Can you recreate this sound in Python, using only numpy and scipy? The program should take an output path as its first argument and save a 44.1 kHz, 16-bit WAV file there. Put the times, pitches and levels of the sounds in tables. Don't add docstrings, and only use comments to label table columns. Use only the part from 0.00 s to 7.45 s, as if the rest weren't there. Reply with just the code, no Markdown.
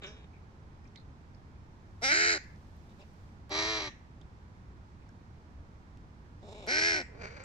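import sys
import numpy as np
from scipy import signal
from scipy.fft import rfft, irfft
from scipy.io import wavfile
from scipy.ndimage import uniform_filter1d

SR = 44100
rng = np.random.default_rng(int(sys.argv[2]) if len(sys.argv) > 2 else 0)


def wrap_up_sound(samples):
    columns = np.atleast_2d(samples).T
    tamed = np.clip(columns, -1, 1)
    steps = np.round(tamed * 32767).astype(np.int16)
    wavfile.write(sys.argv[1], SR, steps)


def invert_db(x):
    u = np.asarray(x, float) / 20
    return 10 ** u


N = 328479

# time_s, level_db, pitch_hz
CAW_EFFORT = [
    [(2.015, -58, 207.7), (2.046, -34, 270.4), (2.07, -36, 262.4), (2.086, -31.5, 277.8),
     (2.12, -28.5, 302.3), (2.15, -33, 314.6), (2.23, -31.5, 352), (2.325, -33.5, 336.6), (2.381, -48, 276)],
    [(3.495, -52, 298.2), (3.501, -62.5, 298.4), (3.519, -46, 303.3), (3.579, -39.5, 320.1),
     (3.651, -41.5, 322), (3.699, -41.5, 329.6), (3.773, -42.5, 319.7), (3.883, -49, 290.6),
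     (3.9, -66, 279)],
    [(6.667, -54, 201.8), (6.69, -39.5, 241), (6.721, -35, 288.3), (6.767, -34, 313.6),
     (6.879, -32.5, 338.9), (6.963, -36.5, 311), (6.983, -39, 295.5), (7.015, -46, 247), (7.03, -57, 230)],
]
# time_s, pitch_hz
UPPER_PITCH = [
    [(2.11, 322.1), (2.174, 408.4), (2.242, 431), (2.326, 431.3), (2.385, 344.5)],
    [(3.495, 374.5), (3.593, 409.8), (3.693, 430.6), (3.787, 432.3), (3.877, 365)],
    [(6.7, 353.5), (6.794, 410.8), (6.884, 420.4), (6.964, 390.7), (7.03, 319.4)],
]
# start_s, end_s, upper_to_lower_ratio
LOCKS = [
    (3.66, 3.785, 4 / 3),
    (6.82, 6.93, 5 / 4),
]
# size_beat (0-1), pull_cycles, beat_phase_rad, upper_level_db, upper_tilt
COUPLING = [(0.56, 0.076, 1, -0.5, 0.059), (0.42, 0.07, 0.9, 1, 0.92), (0.65, 0.051, 1, 0.5, 0.15)]
# ring_hz, width_hz, level_db
WINDPIPE = [
    [(1580, 46, -5), (2370, 210, 0), (5040, 270, -35), (4120, 66, -8)],
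    [(1195, 39, -2), (1850, 28, 3.5), (3980, 98, -6.5), (2290, 130, -7), (4700, 140, -3.5)],
    [(1545, 29, 8), (2460, 200, 0.5), (4350, 50, -1), (5170, 110, -2)],
]
# fullest_chest_db, top_above_effort_db, aim_at_trees_db
POSTURE = [(-45, 0, -1.5), (-44, -1.5, 1), (-46, -6, -1.5)]
HOARSE_LOCKED = [.09, .11, .11]
HOARSE_BEATING = [.11, .17, .14]
# freq_hz, level_db
ONSET_COLOUR = ([(230, -20), (800, -9.5), (1130, -28), (1330, -15), (2000, -4), (2750, -18), (3300, -21),
                (3600, -40), (4000, -27), (4480, -19), (4820, -11), (5630, -12), (6090, -29), (7120, -27),
                (8050, -42), (9000, -42), (15160, -79)], [(230, -25), (800, -15), (1080, -31), (1330, -9),
                (1850, -4), (2150, -11), (2760, -25), (3900, -11), (4360, -27), (4820, -14), (5860, -10),
                (6200, -19), (7010, -20), (9070, -31), (15160, -54)])
FIRST_COLOUR = ( [(230, -16), (460, -10.5), (750, -16), (1090, -33), (1380, -9), (1900, 7), (3450, -24),
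                (4250, -5), (4940, -5.5), (5970, -20), (6430, -13), (7300, -22), (7600, -30), (8100, -85),
                (9300, -38), (15160, -68)], [(230, -23), (340, -14.5), (1030, -24), (1490, 5), (1840, 6),
                (2180, -2), (2760, -15), (3050, -6), (3380, -18), (4050, -2), (4400, -9), (5600, -8),
                (6090, -15), (6600, -5), (11020, -40), (15160, -49)])
SECOND_COLOUR = ( [(230, -12.5), (1150, -14), (1450, -28), (1950, -8), (2500, -20), (3560, -16),
                 (4020, -7.5), (4940, -22), (5630, -10), (6320, -15), (6660, -27), (7500, -33), (8380, -48),
                 (15160, -68)], [(230, -20.5), (340, -14.5), (1950, -17), (2280, -10), (2760, -36),
                 (3100, -13), (3560, -18), (4020, -1), (4360, -10), (4820, -6), (5400, -18), (5630, -9),
                 (7460, -28.5), (15160, -58)])
THIRD_COLOUR = ( [(230, -11.5), (340, -8), (690, -10.5), (1130, -25), (1550, -10), (1980, 5), (2400, -8),
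                (3100, -17), (3650, -19), (4250, 1), (4600, 0), (5510, 6.5), (6090, -12), (7350, -8),
                (7950, -16), (8300, -22), (9000, -62), (9600, -44), (15160, -62)], [(230, -20),
                (340, -10.5), (950, -15), (1130, -25), (1490, -3), (2070, 2), (2500, -16), (2800, -20),
                (3100, -10), (3330, -14), (3900, 2), (4590, 0), (5510, 7), (7690, -12), (8040, -10),
                (15160, -47)])
# freq_hz, phase_rad
PORT_TURN = [
    [(300, .37), (950, 1), (1150, .2), (1400, .6), (1900, .2), (2350, -1.05), (2700, -.8), (2900, -.25),
     (3400, -3.2), (3600, -2), (3900, -5.6), (4200, -6.2), (4500, -5.65), (5000, -5.1), (6700, -3.3)],
    [(300, .35), (1500, 1.55), (1850, -.15), (2050, -.2), (2600, -1.95), (3000, .85), (3500, -.75),
     (3620, 1.35), (4250, -.2), (4400, -3.2), (5050, -6.4), (5400, -3.4), (5750, -3), (6650, -1.4)],
    [(300, .26), (1100, .9), (1250, .25), (1550, .55), (1900, -.1), (2100, -.2), (2400, -1.95),
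     (2900, -.05), (3550, -3.7), (3700, -2.2), (4150, -6.2), (4800, -5.45), (5300, -5.1), (5650, -4.2),
     (6500, -3.5)],
]
ONSET_TURN = [(300, .35), (1000, .8), (1400, .8), (1900, .1), (2250, -1.15), (2500, -.6), (2850, .3),
              (3200, -2.3), (3900, -5), (4500, -5.1), (5000, -4.8), (5900, -3.4), (7000, -2.5)]
CAW_LAG_MS = [0.3, 0.24, 0.26]

# start_s, length_s, start_level_db, end_level_db, chest_db
MUTTERS = [(0.016, 0.014, -56, -58, -58), (0.028, 0.098, -46, -69, -59), (0.109, 0.153, -66, -74, -70.5),
           (2.886, .045, -79, -83, -80), (2.982, 0.035, -84, -70, -66.5), (3.013, .03, -72, -86, -67),
           (6.416, 0.13, -84, -69.5, -58), (6.536, 0.14, -67.5, -65, -57), (7.074, 0.159, -88, -58, -61.5),
           (7.211, 0.017, -52, -55, -53.5), (7.224, 0.041, -55, -49.5, -52.5),
           (7.26, 0.042, -53, -60, -58.5), (7.291, 0.083, -59.5, -63, -60.5),
           (7.36, 0.033, -52, -65, -58.5), (7.386, 0.059, -58, -61.5, -59.5),
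           (7.436, 0.013, -53, -46.5, -77)]
# time_s, pitch_hz
MUTTER_PITCH = [(0, 204.5), (3.1, 203.4), (6.42, 183.3), (6.45, 214.4), (6.49, 199.5), (6.57, 212),
                (6.66, 182.8), (7.07, 181), (7.11, 232), (7.142, 184.2), (7.18, 224.8), (7.25, 207),
                (7.325, 233.3), (7.345, 280.7), (7.45, 269.5)]
# freq_hz, level_db
MUTTER_COLOURS = [([(230, -11.5), (570, -12.5), (850, -29), (1500, -33.5), (2070, -36.5), (3000, -30.5),
                  (3750, -31), (4130, -32), (4820, -46), (5400, -32), (6430, -52), (15160, -76)],
                  [(230, -20), (460, -7.5), (880, -33), (1200, -28), (1550, -38), (1980, -45),
                  (2530, -31.5), (2900, -29), (3680, -23), (4250, -48), (7350, -29.5), (7810, -75),
                  (15160, -73)]), ([(230, -16.5), (570, -15.5), (1720, -34), (2300, -22), (2870, -21),
                  (3680, -40), (4590, -29), (5400, -35), (6200, -36), (15160, -82)], [(230, -22.5),
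                  (570, -16.5), (2760, -39.5), (3560, -19.5), (4360, -47), (5400, -23), (5740, -38),
                  (7580, -27), (8040, -41), (15160, -59)]), ([(230, -26.5), (800, -30), (1490, -13.5),
                  (2300, -16.5), (2850, -28), (3300, -34), (4590, -20), (5400, -46), (6090, -29),
                  (6890, -70), (15160, -58)], [(230, -23.5), (460, -9), (1150, -32.5), (1380, -10.5),
                  (1840, -31), (2300, -18), (3330, -37), (4600, -26), (5280, -28), (6000, -29), (6900, -29),
                  (15160, -83)])]
MUTTER_LAG_MS = [0.16, 0.23, -0.31]
MUTTER_TOP_DB = [-11, 0.5, 6.5, -1, -9]
PHRASE_BORDERS_S = [1, 6, 6.5, 7]
PHRASE_BIRD = [0, 1, 1, 1, 2]
BEAK_RING_HZ = [3850, 3770, 4620]
SECOND_RING_HZ = [1600, 4100, 6000]

# time_s, peak_db, left_right_db, low_hz, top_hz
CLICKS = [(0.035, -37, 3, 1000, 4500), (.0635, -57, -2, 4800, 7800), (.9588, -38, -13, 3030, 5000),
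          (.9588, -46.5, -13, 4700, 7560), (2.44, -50, -3, 700, 7000), (2.56, -55, 13, 3560, 6300),
          (4.2138, -52, -12, 900, 6000), (5.0908, -50.5, -9, 4800, 7600), (5.9727, -57, -2, 1800, 8850),
          (6.6668, -42, 0, 1200, 8940)]
# time_s, peak_db, left_right_db, ring_hz, ring_t60_s
TICKS = [(.064, -47.5, -3, 5530, 0.31), (.332, -59, 6, 2340, 0.39), (0.3623, -53, 2, 2300, .05),
         (0.8435, -57, 3, 5200, .02), (0.8524, -51, 4, 2290, 0.059), (0.875, -59, -7, 5500, .03),
         (0.9543, -51.5, -6, 2100, 0.12), (0.962, -47, -13, 4100, 0.032), (0.974, -48, -2, 4000, 0.092),
         (0.9981, -53, -2, 4020, 0.06), (1.013, -58, -4, 3900, .05), (1.3475, -55, -5, 5000, .03),
         (1.5577, -58, -8, 2100, .03), (2.434, -54, -12, 2059, 0.057), (3.013, -53.5, 3, 2660, 0.13),
         (3.015, -57, -3, 4700, 0.072), (3.2897, -56, -10, 2250, .03), (4.2172, -53, -6, 3520, 0.03),
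         (5.023, -49.5, -4, 2360, 0.024), (5.091, -50, -5, 1600, 0.04), (5.4185, -62, -10, 2030, .03),
         (6.3803, -63, 7, 2520, 0.023), (7.437, -51, -12, 7040, 0.27)]
# time_s, peak_db, left_right_db
SNAPS = [(2.7671, -70, -9), (3.1353, -71, 10), (5.973, -81, -8), (7.4424, -58, -5)]
# freq_hz, level_db
LAWN = [(400, -25), (1500, 13.5), (2300, 11), (3300, 12.5), (4500, 7.5), (5500, 11.5), (7000, 16.5),
        (8000, 21), (10000, -23)]
TREE_ECHO = [(300, -24), (900, -14), (1500, 0), (2000, -1), (2600, 0), (3200, -13), (6000, -20),
             (9000, -32)]
# freq_hz, density_db_per_hz
RUMBLE = [(8.2, -51), (14, -16.5), (27, -8.5), (40, -14), (70, -0.5), (118, -9.5), (215, -14), (275, -19),
          (304, -18.5), (341, -21.5), (505, -26.5), (700, -28), (910, -61), (1540, -120)]
LEAVES = [(380, -32), (650, -5), (825, -2), (954, -1.5), (1160, -5), (1340, -6), (2160, -12.5),
          (2440, -14.5), (2780, -18), (5680, -21.5), (9890, -30.5), (15300, -54)]
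# freq_hz, likeness (-1 to 1)
COHERENCE = [(60, 0.94), (130, 0.9), (290, 0.83), (640, 0.46), (1400, -0.53), (3090, 0.058), (6790, -0.022),
             (14900, -0.33)]
# freq_hz, left_right_db
BALANCE = [(60, -1), (180, -2), (550, 0), (1640, -6), (4960, -0.5), (14900, -7)]

ONSET_ENDS_S = 2.118
UPPER_FREE, UPPER_LOCKED = 0.74, 0.76
UPPER_WOBBLE, SLIP_WOBBLE = .013, .04
SLIP_HOARSE, SLIP_S = .1, .022
HOARSE_ENDS, HOARSE_SPREAD_S, HOARSE_ALONE = .29, .014, .022
CHEST_LEAD_DB, CHEST_TRAIL_DB, CHEST_TURN_S = 9.5, -4, 0.024
TOP_FULL_DB, TOP_FADE_DB = -37.5, -3
RINGS_FOLLOW = 0.19
MUTTER_HOARSE, MUTTER_WOBBLE, CHEST_FOLLOWS = .31, 0.036, 0.39
RISE_SHARE = .1
RING_HZ, RING_WIDTH_HZ, RING_DB, BEAK_WIDTH_HZ = 2320, 150, 5, 210
CLICK_T60_S = 0.0093
SCUFF_SHARE, PECK_SHARE, PECK_ABOVE_HZ = .1, .1, 3200
TREES_S, TREES_SPREAD_S = .17, .065
AIR_DB, LEAVES_DB, SWELL_DB = -51.5, -24, 1
STILL_DB, GUST_DB, GUST_GRASS_DB = -18.5, 5.5, 2.5
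GUST_START_S, GUST_RISE_S, GUST_END_S, GUST_FALL_S = 1.73, 0.67, 3.42, 0.16


def caw(k):
    s, effort_db, pitch_hz = np.transpose(CAW_EFFORT[k])
    t = np.arange(s[0], s[-1], 1 / SR)
    beak_db = np.interp(t, s, effort_db)
    along = (t - s[0]) / (s[-1] - s[0])
    full_db, top_db, aim_db = POSTURE[k]
    lead_db = CHEST_TRAIL_DB + (CHEST_LEAD_DB - CHEST_TRAIL_DB) * np.exp(-(t - s[0]) / CHEST_TURN_S)
    chest_db = np.minimum(full_db, beak_db + lead_db)
    top_db = np.minimum(TOP_FULL_DB, beak_db + top_db + TOP_FADE_DB * along ** 3)

    upper_start = UPPER_PITCH[k][0][0]
    rough = np.interp(t - upper_start, [0, .03], [HOARSE_ALONE, HOARSE_BEATING[k]])
    rough = rough + SLIP_HOARSE * slipping(t)
    for start, end, ratio in LOCKS:
        rough = rough + locking(t, start, end) * (HOARSE_LOCKED[k] - rough)
    nearest_end = np.minimum(t - s[0], s[-1] - t)
    rough = rough + (HOARSE_ENDS - rough) * np.exp(-nearest_end / HOARSE_SPREAD_S)

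    colours = (FIRST_COLOUR, SECOND_COLOUR, THIRD_COLOUR)[k]
    sound = call(t, (chest_db, beak_db, top_db), np.interp(t, s, pitch_hz), rough, colours, CAW_LAG_MS[k],
                 upper=UPPER_PITCH[k], coupling=COUPLING[k], rings=WINDPIPE[k],
                 onset=ONSET_COLOUR if k == 0 else None, turn=PORT_TURN[k])
    return sound, invert_db(aim_db)


def mutter(start, length, from_db, to_db, chest_db):
    t = np.arange(start, start + length, 1 / SR)
    phrase = np.searchsorted(PHRASE_BORDERS_S, start)
    bird = PHRASE_BIRD[phrase]
    beak_db = np.linspace(from_db, to_db, len(t))
    chest_db = chest_db + CHEST_FOLLOWS * (beak_db - beak_db.mean())
    levels = chest_db, beak_db, beak_db + MUTTER_TOP_DB[phrase]
    wobble = MUTTER_WOBBLE * wander(SR, 857)[:len(t)]
    hz = np.interp(t, *np.transpose(MUTTER_PITCH)) * (1 + wobble)
    rings = [(RING_HZ, RING_WIDTH_HZ, RING_DB),
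             (BEAK_RING_HZ[bird], BEAK_WIDTH_HZ, RING_DB),
             (SECOND_RING_HZ[bird], BEAK_WIDTH_HZ, RING_DB)]
    rough = np.full(len(t), MUTTER_HOARSE)
    sound = call(t, levels, hz, rough, MUTTER_COLOURS[bird], MUTTER_LAG_MS[bird], rings=rings)
    rise_s = min(2 * RISE_SHARE * length, .015)
    return sound * np.minimum(np.minimum(t - start, t[-1] - t) / rise_s, 1)


def call(t, levels_db, hz, rough, colours, lag_ms, upper=None, coupling=None, rings=(), onset=None, turn=None):
    edge = np.clip((t - t[0]) / 0.00028, 0, 1) * np.clip((t[-1] - t) / 0.0023, 0, 1)
    drive = folds(t, hz, rough, upper, coupling) * edge
    for ring_hz, width, ring_db in rings:
        ring_hz = ring_hz * (hz / hz.max()) ** RINGS_FOLLOW
        drive = drive + invert_db(ring_db) * resonate(drive, ring_hz, width)
    drive = bounce(drive, 70, .68)
    ports = at_ports(drive, colours, lag_ms, turn)
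    if onset:
        early = np.clip((ONSET_ENDS_S - t) / .05 + .5, 0, 1)
        ports = ports * (1 - early) + early * at_ports(drive, onset, lag_ms, ONSET_TURN)

    f, z = np.fft.rfftfreq(len(t), 1 / SR), rfft(ports)
    chest = 1 / (1 + (f / 1100) ** 8)
    top = 1 - 1 / (1 + (f / 3400) ** 12)
    out = 0
    for share, db in zip((chest, 1 - chest - top, top), levels_db):
        band = irfft(z * share, len(t))
        level = np.sqrt(uniform_filter1d((band ** 2).mean(0), 2600, mode="reflect") + 1e-12)
        out = out + invert_db(db + 5.5) * band / level
    return out


def folds(t, hz, rough, upper, coupling):
    turns = np.cumsum(hz) / SR
    voiced = pulses(turns + .1 * rough * wander(len(t), 90), hz)
    if upper is not None:
        throb, pull, phase, upper_db, tilt = coupling
        s, upper_hz = np.transpose(upper)
        locked = sum(locking(t, start, end) for start, end, ratio in LOCKS)
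        strength = np.clip((t - s[0]) / 0.0043, 0, 1) * (UPPER_FREE + (UPPER_LOCKED - UPPER_FREE) * locked)
        wobble = (UPPER_WOBBLE + SLIP_WOBBLE * slipping(t)) * wander(len(t), 483)
        upper_hz = np.interp(t, s, upper_hz) * (1 + wobble)
        for start, end, ratio in LOCKS:
            upper_hz = upper_hz + locking(t, start, end) * (ratio * hz - upper_hz)
        upper_turns = np.cumsum(upper_hz) / SR
        beat = 2 * np.pi * (upper_turns - turns)
        shake = pull * strength * np.sin(beat) + .1 * rough * wander(len(t), 90)
        voiced = pulses(turns + shake, hz) * (1 + throb * strength * np.cos(beat + phase))
        voiced += invert_db(upper_db) * strength * pulses(upper_turns + shake / 2, upper_hz, max(tilt, 0))
    voiced = voiced * invert_db(6 * rough * wander(len(t), 70))
    puffs = (.4 + np.exp(-(turns % 1) / .3)) * rng.standard_normal(len(t))
    puffs = signal.lfilter(*signal.butter(2, 800, "high", fs=SR), puffs)
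    return -(1 - rough) * voiced + 9 * rough * puffs


def pulses(turns, hz, tilt=0.):
    out = 0
    for k in range(1, 60):
        out = out + np.cos(2 * np.pi * k * turns) * (k * hz < 15500) / k ** tilt
    return out


def locking(t, start, end):
    return np.clip(np.minimum(t - start, end - t) / 0.017, 0, 1)


def slipping(t):
    out = 0
    for start, end, ratio in LOCKS:
        for at in (start - SLIP_S, end + SLIP_S):
            out = out + np.exp(-((t - at) / SLIP_S) ** 2)
    return out


def resonate(x, hz, width):
    turn = np.exp(2j * np.pi * np.cumsum(hz) / SR)
    r = np.exp(-np.pi * abs(width) / SR)
    return 2 * (turn * signal.lfilter([1 - r], [1, -r], x / turn)).real


def bounce(x, delay, gain):
    b = np.r_[gain, np.zeros(delay - 1), 1]
    return signal.lfilter(b, b[::-1], x)


def at_ports(drive, colours, lag_ms, turn):
    left, right = colours
    return np.array([colour(drive, left), colour(drive, right, lag_ms, turn, left)])


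def colour(x, points, lag_ms=0., turn=None, like=None):
    hz = np.fft.rfftfreq(4096, 1 / SR)
    floor = np.sqrt(1 + (215 / (hz + 1)) ** 10)
    gain = np.log(invert_db(read(points, hz)) / floor)
    shape = np.log(invert_db(read(like, hz)) / floor) if turn else gain
    phase = -signal.hilbert(np.r_[shape, shape[-2:0:-1]]).imag[:len(hz)]
    phase = phase - 2 * np.pi * hz * (lag_ms + 1.5) / 1000
    if turn:
        phase = phase + read(turn, hz)
    response = irfft(np.exp(gain + 1j * phase))[:2048]
    return signal.oaconvolve(x, response)[:len(x)]


def clicks():
    out, t = np.zeros((2, N)), np.arange(2000) / SR
    for s, db, pan_db, low_hz, top_hz in CLICKS:
        burst = np.sign(rng.standard_normal(len(t))) * invert_db(-60 * t / CLICK_T60_S)
        burst = signal.sosfilt(signal.butter(3, [low_hz, top_hz], "band", fs=SR, output="sos"), burst)
        add(out, s, port_gain(db, pan_db) * burst)
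    return out


def ticks():
    out, t = np.zeros((2, N)), np.arange(6000) / SR
    click_band = signal.butter(4, [1900, 7800], "band", fs=SR, output="sos")
    for s, db, pan_db, hz, t60 in TICKS:
        noise = rng.standard_normal((2, len(t)))
        broad = PECK_SHARE if hz > PECK_ABOVE_HZ else SCUFF_SHARE
        ring = signal.sosfilt(signal.butter(2, [hz / 1.08, hz * 1.08], "band", fs=SR, output="sos"), noise)
        ring = evened(ring) * invert_db(-60 * t / max(t60, .003))
        click = signal.sosfilt(click_band, noise * invert_db(-60 * t / 0.021))
        sound = (1 - broad) * ring + 2.0 * broad * click
        add(out, s - .0005, port_gain(db - 6.0, pan_db) * sound)
    for s, db, pan_db in SNAPS:
        snap = np.diff(rng.standard_normal((2, len(t))), prepend=0) * invert_db(-60 * t / 0.0098)
        add(out, s, port_gain(db, pan_db) * snap)
    return out


def trees(x):
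    t = np.arange(SR // 2) / SR
    near = (t > .008) * invert_db(-60 * t / .3)
    far = np.exp(-((t - TREES_S) / TREES_SPREAD_S) ** 2) * (t > .02) * invert_db(5 * wander(len(t), 500))
    out = 0
    for shape, db, points in ((near, -24, LAWN), (far, -30, TREE_ECHO)):
        tail = invert_db(db) * shape / np.linalg.norm(shape) * rng.standard_normal((2, len(t)))
        out = out + signal.fftconvolve(colour(x[0], points)[None], tail, axes=1)[:, :N]
    return out


def air():
    frames, hz = N // 512 + 6, np.fft.rfftfreq(2048, 1 / SR)[:, None]
    a, b, c, d, patches = rng.standard_normal((frames, 1025, 5)).T
    patches = evened(uniform_filter1d(uniform_filter1d(patches, 20, 0), 8, 1))
    t = np.arange(frames) * 512 / SR
    gust = np.minimum((t - GUST_START_S) / GUST_RISE_S, (GUST_END_S - t) / GUST_FALL_S)
    gust = np.clip(gust, 0, 1)
    swell_db = SWELL_DB * wander(frames, 10) / (1 + (hz / 300) ** 2)
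    rustle_db = (STILL_DB + GUST_DB * gust) / (1 + (10000 / (hz + 1)) ** 6)
    grass_db = GUST_GRASS_DB * gust / (1 + (3000 / (hz + 1)) ** 4)

    colour_db = np.where(hz < 680, read(RUMBLE, hz), read(LEAVES, hz) + LEAVES_DB)
    microphone_hiss = invert_db(2 * -50.0) / (1 + (11500 / (hz + 1)) ** 12)
    colour_db = 10 * np.log10(invert_db(2 * colour_db) + microphone_hiss)
    same, left = np.clip(read(COHERENCE, hz), -1, 1), a + 1j * b
    z = np.array([left, same * left + np.sqrt(1 - same ** 2) * (c + 1j * d)])
    z *= invert_db(colour_db + 0.15 * patches + swell_db + rustle_db + grass_db)
    z *= invert_db(np.multiply.outer([.5, -.5], read(BALANCE, hz)))
    x = signal.istft(z, nperseg=2048, noverlap=1536)[1][:, :N]
    return invert_db(AIR_DB) * x / np.sqrt(np.mean(x.mean(0) ** 2))


def wander(size, smooth):
    drift = uniform_filter1d(rng.standard_normal(size), int(smooth))
    return evened(uniform_filter1d(drift, int(smooth)))


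def evened(x):
    return x / np.sqrt(np.mean(x ** 2) + 1e-20)


def read(points, hz):
    f, value = np.transpose(points)
    return np.interp(np.log(hz + 1), np.log(f + 1), value)


def port_gain(db, pan_db):
    return invert_db(db + np.array([[pan_db / 2], [-pan_db / 2]]))


def add(mix, s, sound):
    part = mix[:, round(s * SR):][:, :sound.shape[1]]
    part += sound[:, :part.shape[1]]


def scene():
    crows, thrown = np.zeros((2, 2, N))
    for k, rows in enumerate(CAW_EFFORT):
        sound, aim = caw(k)
        add(crows, rows[0][0], sound)
        add(thrown, rows[0][0], aim * sound)
    for row in MUTTERS:
        sound = mutter(*row)
        add(crows, row[0], sound)
        add(thrown, row[0], sound)
    return crows + trees(thrown) + clicks() + ticks() + air()


def top_cut(x):
    return signal.sosfilt(signal.butter(12, 15140, fs=SR, output="sos"), x)


def record(dry):
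    rounded = .4 * np.tanh(dry / .4)
    return top_cut(rounded)


dry = scene()
out = record(dry)
wrap_up_sound(out)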